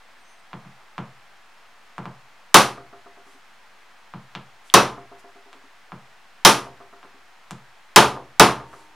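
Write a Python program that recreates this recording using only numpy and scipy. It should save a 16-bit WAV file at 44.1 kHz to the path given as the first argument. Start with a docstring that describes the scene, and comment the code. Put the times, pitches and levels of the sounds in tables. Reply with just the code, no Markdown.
"""A mallet sets a snap fastener in thick leather through a hand-held wooden block, on a workbench
in a small room. The block squeaks faintly as it is settled, then light aiming taps knock on it.
From 2.5 s, among more taps and soft brushes of leather, five hard blows overload the close microphone.
Each cracks, rings the fastener, booms through the bench and leaves something loose rocking on it.
The last blow jars steel, which rings on over the quiet room tone."""
import sys
import numpy as np
from scipy import signal
from scipy.io import wavfile

SR = 44100
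rng = np.random.default_rng(int(sys.argv[2]) if len(sys.argv) > 2 else 0)


def put_to_file(sound):
    """Save the sound as 16-bit audio at rate SR, in the file named by the first command-line argument."""
    columns = np.atleast_2d(sound).T  # one column per channel
    safe = np.clip(columns, -1, 1)
    whole_steps = np.round(safe * 32767)
    wavfile.write(sys.argv[1], SR, whole_steps.astype(np.int16))


N = 394694
AGE = np.arange(int(.9 * SR)) / SR   # time since a contact [s]

# modes of the block, steel rails and bench top: (frequency [Hz], relative level [dB], t60 [s])
BODY_MODES = [(862, -17, 0.22), (893, -14.5, .28), (1028, -13.5, 0.3), (1049, -18, 0.28), (1104, -18, 0.34),
              (1140, -18.5, .23), (1218, -15.5, 0.37), (1304, -20.5, .24), (1398, -21, 0.31),
              (1700, -24, 0.098)]
# decay of the room: (frequency [Hz], t60 [s])
ROOM_DECAY = [(60, 0.51), (250, 0.49), (700, .32), (1300, 0.3), (3000, 0.28), (6000, 0.26), (10000, .255),
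              (15000, 0.2)]
# stereo image of the noisy layers and reverb: (frequency [Hz], left-right correlation [0-1])
STEREO_IMAGE = [(60, 1), (300, 1), (1200, 1), (2200, 1), (5000, .88), (8000, 0.26), (14000, .6)]


def blows(clatter_db=-2.5, crack_db=7, crack_t60=0.022, body_db=-1, swell_s=0.0014, thud_lag_s=.001):
    """The mallet lands hard: a crack, then ringing parts, dense clatter and the boom of the bench."""
    # hard blows: (time [s], force [dB], thud [dB], clatter tilt [dB/octave], fastener ring [dB])
    hits = [(2.5428, 0, -1, 0.8, 4), (4.7394, 0, -0.5, -1.06, 1.5), (6.4493, -1, -2, 1.3, 10.5),
            (7.9602, 1.66, 1.5, -0.5, -3), (8.3966, 1, 2.5, -1, -4.5)]
    # spectra of the crack and of the clatter that fills the room: (frequency [Hz], relative density [dB])
    crack_spectrum = [(100, -6), (400, -1.5), (1200, 8.5), (2500, 2), (6000, 1.5), (10000, -6.5),
                      (16000, -18)]
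    clatter_spectrum = [(40, -26), (120, -22), (300, -10.5), (600, -5), (900, 1.5), (1250, 0), (1850, -8),
                        (3200, -8.5), (4500, -12), (5700, -11.5), (7200, -19.5), (10000, -17), (13000, -30),
                        (16000, -39.5)]
    # ring of the fastener and its anvil, held by the room: (frequency [Hz], relative level [dB], t60 [s])
    fastener_modes = [(2590, -23.5, 0.21), (3040, -19, 0.13), (3260, -22, 0.1), (3750, -21.5, 0.21),
                      (5175, -22.5, 0.16), (5325, -26, 0.23), (5790, -25, 0.25), (5910, -27, .18),
                      (10000, -28.5, 0.22), (12100, -38, .17), (13200, -37.5, 0.15)]
    # steel jarred by the last blow: (frequency [Hz], level [dB], t60 [s])
    steel_modes = [(915, -40.5, 1.7), (825, -57, 4.2), (397, -50, 1.7), (308, -53.5, 3.1)]
    out, thud = np.zeros((2, N)), bench_thud()
    swell = 1 - np.exp(-AGE / swell_s)   # reflections take a moment to pile up
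    for s, force_db, thud_db, tilt_db, metal_db in hits:
        crack = from_db(crack_db) * noise(crack_spectrum, STEREO_IMAGE, len(AGE)) * dying(crack_t60)
        clatter = from_db(clatter_db) * noise(clatter_spectrum, STEREO_IMAGE, len(AGE), ROOM_DECAY, tilt_db)
        body = from_db(body_db) * struck(BODY_MODES, scatter_db=1.2, blur_hz=16, side_db=-20.5)
        metal = from_db(metal_db) * struck(fastener_modes, scatter_db=3.0, blur_hz=105, side_db=-9.0)
        add(out, s, from_db(force_db) * (crack + swell * (clatter + body + metal)))
        add(out, s + thud_lag_s, from_db(thud_db) * thud)
    add(out, hits[-1][0], sum(from_db(db) * ring(hz, t60) for hz, db, t60 in steel_modes))
    return out


def bench_thud():
    """Neighbouring modes swing in opposite senses, so the boom swells just after the contact."""
    # low modes of bench and room: (frequency [Hz], relative level [dB], t60 [s])
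    modes = [(60, -24, .09), (71, -41, 0.77), (85, -38, .4), (97, -37, .45), (123, -28.5, 0.61),
             (136, -24.5, .52), (175.6, -16, 0.24), (208.2, -16.5, .32), (216.1, -23, .28),
             (256, -23, 0.32), (289, -21, .26), (302, -25, .28), (339, -11.5, 0.14), (353.6, -18.5, .31),
             (368.4, -18.5, .27), (419.7, -15, .28), (444, -19.5, 0.32), (462, -21, .27), (521, -26, 0.37),
             (550, -20, 0.21), (585.5, -18, .29), (681.5, -17, 0.19), (741, -16.5, .26)]
    return sum((-1) ** k * from_db(db) * ring(hz, t60) for k, (hz, db, t60) in enumerate(modes))


def taps(resting_t60=1.4, firm_db=-13, touch_s=.0001, wood_db=-19, wood_t60=.6):
    """A slow, light contact gives a short knock, a faint ring of wood and a low boom of the bench."""
    # taps of mallet and block: (time [s], thud [dB], wooden knock [dB], click [dB], metallic tick [dB])
    hits = [(0.5316, -15.5, -19.5, -27, -59), (.650, -22, -32.5, -60, -70), (.8067, -53, -37, -60, -70),
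            (0.9808, -9.5, -14, -21.5, -25), (1.9813, -12.5, -15.5, -48, -20), (2.0558, -15, -18, -34, -27),
            (4.1380, -14, -22, -55, -58), (4.3513, -16.5, -18.5, -12, -52), (5.53, -62, -31, -27, -28),
            (5.92, -17.5, -20.5, -54.5, -58), (7.030, -41, -29, -35, -43), (7.509, -15, -20.5, -24, -7)]
    # knock, click and tick of a tap: (frequency [Hz], t60 [s])
    contact_modes = [(1100, 0.0045), (3050, 0.0013), (7000, 0.00049)]
    clicks, booms = np.zeros((2, N)), np.zeros((2, N))
    thud = bench_thud() * dying(resting_t60)   # the mallet stays on the block and damps the boom
    thud = from_db(0.5) * filtered(thud, "high", hz=88, order=4)
    soft_thud = filtered(thud, "low", hz=172, order=4)
    firm_thud = filtered(thud, "band", hz=[260, 430])   # a sharper knock reaches higher
    attack = 1 - np.exp(-(AGE / touch_s) ** 2)   # wood gives a little, which rounds the attack
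    contact = [(-1) ** k * attack * ring(hz, t60) for k, (hz, t60) in enumerate(contact_modes)]
    for s, thud_db, knock_db, click_db, tick_db in hits:
        add(clicks, s, from_db([knock_db, click_db, tick_db]) @ contact)
        wood = struck(BODY_MODES, scatter_db=1.5, blur_hz=20, side_db=-27) * dying(wood_t60)
        add(booms, s, from_db(knock_db + wood_db) * wood)
        add(booms, s, from_db(thud_db) * soft_thud + from_db(knock_db + firm_db) * firm_thud)
    clicks = filtered(clicks, "high", hz=620)   # the small block radiates little bass
    return from_db(1.5) * in_room(clicks, wet_db=-35, early_db=10.5, early_t60=0.022) + booms


def snap_tick(at_s=4.7004, level_db=-19, hz=3300, t60=.0055, touch_s=.00015):
    """The fastener shifts under the block: one tiny, dry tick of metal."""
    out = np.zeros((2, N))
    attack = 1 - np.exp(-AGE / touch_s)
    add(out, at_s, from_db(level_db) * ring(hz, t60) * attack)
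    return in_room(out, wet_db=-47.5, early_db=-1)


def rocking(knock_hz=1100, knock_t60=0.0078, touch_s=0.0017, damp_s=0.0029,
            firm_db=-52, dulling=4.3, pivot_hz=370):
    """Each touch knocks and sets the loose thing ringing until it settles on its other edge."""
    # modes of the loose thing: (frequency [Hz], relative level [dB], t60 [s])
    modes = [(275, -2.5, .15), (337, -3, 0.15), (397.2, 0.5, 0.44), (699, 1, 0.6)]
    knocks, rings = np.zeros((2, N)), np.zeros((2, N))
    attack = 1 - np.exp(-AGE / touch_s)
    for s, ring_db, knock_db, free_s in rocking_touches():
        tilt_db = dulling * min(ring_db - firm_db, 0)   # the last, gentle touches reach only low modes
        tone = sum(from_db(db + tilt_db * np.log2(hz / pivot_hz)) * ring(hz, t60) for hz, db, t60 in modes)
        choke = np.exp(-np.maximum(AGE - free_s, 0) / damp_s)
        add(knocks, s, from_db(knock_db) * ring(knock_hz * rng.uniform(0.87, 1.17), knock_t60))
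        add(rings, s, from_db(ring_db) * attack * tone * choke)
    return from_db(3.5) * in_room(knocks, wet_db=-31, early_db=4, gap_s=0.00196) + rings


def rocking_touches(ring_loss_db=2.5, knock_loss_db=4, free_share=0.59):
    """Each swing is shorter and weaker: rows of (time [s], ring [dB], knock [dB], free ringing [s])."""
    # rocking after each blow:
    # (first touch [s], ring [dB], knock [dB], first swing [s], next swing [ratio], at rest [s])
    bouts = [(2.775, -44, -34.5, .154, .85, 3.39), (4.975, -43, -36, 0.14, .905, 5.7),
             (6.663, -46, -34, 0.14, .9, 7.2), (8.165, -45.5, -27, .14, .88, 8.25),
             (8.601, -50, -30.5, 0.13, .88, 8.8)]
    rows = []
    for s, ring_db, knock_db, swing_s, shrink, rest_s in bouts:
        for k in range(12):
            if s < rest_s:
                rows.append((s, ring_db - k * ring_loss_db, knock_db - k * knock_loss_db,
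                             free_share * swing_s))
            s += swing_s
            swing_s *= shrink
    return rows


def brushes():
    """The block is shifted or lifted and brushes the leather: soft swells of friction hiss."""
    # strokes on the leather: (time [s], level [dB], half length [s])
    strokes = [(3.316, -62, .06), (4.68, -57.5, 0.038), (5.20, -58, 0.016), (8.777, -60, 0.089)]
    # colour of the hiss: (frequency [Hz], relative density [dB])
    spectrum = [(500, -20), (3000, -3), (7000, -1.5), (11000, -4.5), (15000, -29)]
    t = np.arange(N) / SR
    swells = sum(from_db(db) * np.exp(-((t - s) / half_s) ** 2) for s, db, half_s in strokes)
    return swells * noise(spectrum, STEREO_IMAGE, N)


def squeak(rough_hz=160, flutter_hz=800, low_hz=6200, low_db=-62, low_s=.3, low_half_s=0.067):
    """The block settles on the fastener: one thin friction tone glides, a lower one swells briefly."""
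    # path of the upper tone: (time [s], pitch [Hz], level [dB])
    glide = [(.15, 7800, -84), (.21, 8950, -68), (.265, 8350, -71), (.32, 9550, -63), (.36, 8500, -73),
             (.405, 8500, -66.5), (.44, 7900, -88)]
    s, hz, db = np.transpose(glide)
    high_level = from_db(np.interp(AGE, s, db)) * (AGE > s[0]) * (AGE < s[-1])
    low_level = from_db(low_db) * np.exp(-((AGE - low_s) / low_half_s) ** 2)
    out = np.zeros((2, N))
    for pitch, level in [(np.interp(AGE, s, hz), high_level), (low_hz, low_level)]:
        unsteady_hz = pitch + rough_hz * waver(flutter_hz)
        add(out, 0, level * np.sin(2 * np.pi * np.cumsum(unsteady_hz) / SR))
    return out


def in_room(dry, wet_db, early_db, early_t60=0.052, gap_s=.004):
    """Direct sound, then early reflections and a diffuse tail off the walls."""
    # colour of the reflections: (frequency [Hz], relative density [dB])
    walls = [(100, -11), (400, 9.5), (1000, 1), (3000, -3.5), (8000, -5.5), (16000, -9.5)]
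    early_lift = 1 + from_db(early_db) * dying(early_t60)
    tail = noise(walls, STEREO_IMAGE, len(AGE), ROOM_DECAY) * early_lift
    out = dry.copy()
    add(out, gap_s, from_db(wet_db) * signal.fftconvolve(dry, tail, axes=1))
    return out


def room_tone(level_db=-53):
    """A steady, quiet bed of air."""
    # colour of the air: (frequency [Hz], relative density [dB])
    spectrum = [(18, -41), (30, -6), (32, -17), (49, -9.5), (141, -15), (174, -9), (266, -10.5),
                (328, -14.5), (394, -6.5), (512, -10), (554, -10), (684, -1), (1760, -2), (5040, -15),
                (16000, -31)]
    # its stereo image: (frequency [Hz], left-right correlation [0-1])
    image = [(60, 0.64), (150, 0.68), (380, 0.89), (950, 1), (2380, 0.71), (5980, 0.64), (15000, 0.1)]
    return from_db(level_db) * noise(spectrum, image, N)


def struck(modes, scatter_db, blur_hz, side_db):
    """Each hit gives each mode a new share; crossing echoes blur it, differently in each channel."""
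    out = 0
    for hz, db, t60 in modes:
        phase = 2 * np.pi * hz * AGE
        mid = waver(blur_hz) * np.sin(phase) + waver(blur_hz) * np.cos(phase)
        side = from_db(side_db) * waver(blur_hz) * np.sin(phase) * [[1], [-1]]
        out = out + from_db(db + scatter_db * rng.standard_normal()) * (mid + side) * dying(t60)
    return out


def noise(spectrum, image, size, t60s=None, tilt_db=0):
    """Stereo noise in third-octave bands, near rms 1 before the tilt and each band's own decay."""
    edges = np.geomspace(25, 17500, 29)
    white = rng.standard_normal((2, 2, size))
    out, power = 0, 0
    for k, (low, high) in enumerate(zip(edges, edges[1:])):
        hz = np.sqrt(low * high)
        mid, side = filtered(white[k % 2], "band", [low, high])
        alike = np.clip(at_hz(image, hz), -1, 1)
        band = np.sqrt((1 + alike) / 2) * mid + np.sqrt((1 - alike) / 2) * side * [[1], [-1]]
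        gain = from_db(at_hz(spectrum, hz))
        power += gain ** 2 * (high - low) / (SR / 2)
        tilt = from_db(tilt_db * max(np.log2(hz / 1000), 0))   # per octave above 1 kHz
        out = out + gain * tilt * band * (dying(at_hz(t60s, hz)) if t60s else 1)
    return out / np.sqrt(power)


def ring(hz, t60):
    """One struck mode."""
    return np.sin(2 * np.pi * hz * AGE) * dying(t60)


def dying(t60):
    """An envelope that falls 60 dB in t60."""
    return np.exp(-np.log(1000) * AGE / t60)


def waver(rate_hz):
    """A random wobble that slides through up to 400 values, rate_hz a second, then holds."""
    points = rng.standard_normal(400)
    return np.interp(AGE * rate_hz, np.arange(len(points)), points)


def filtered(sound, kind, hz, order=2):
    """A low-, high- or band-pass with a flat passband."""
    return signal.sosfilt(signal.butter(order, hz, kind, fs=SR, output="sos"), sound)


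def from_db(db):
    """Decibels to gain."""
    return 10 ** (np.asarray(db) / 20)


def at_hz(points, hz):
    """Read a table on a log-frequency axis."""
    frequencies, values = np.transpose(points)
    return np.interp(np.log(hz), np.log(frequencies), values)


def add(out, s, sound):
    """Mix a sound in at time s."""
    start = int(round(s * SR))
    out[:, start:start + sound.shape[-1]] += sound[..., :N - start]


def scene():
    """The work at the bench over a quiet room tone."""
    return blows() + taps() + snap_tick() + rocking() + brushes() + room_tone() + squeak()


def record(dry, offset=-0.0025, cutoff_hz=15800):
    """The input sits slightly off zero and clips hard on the blows; the top is cut steeply."""
    clipped = np.clip(dry + offset, -1, 1)
    return signal.sosfilt(signal.ellip(8, .1, 60, cutoff_hz, fs=SR, output="sos"), clipped)


dry = scene()
out = record(dry)
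put_to_file(out)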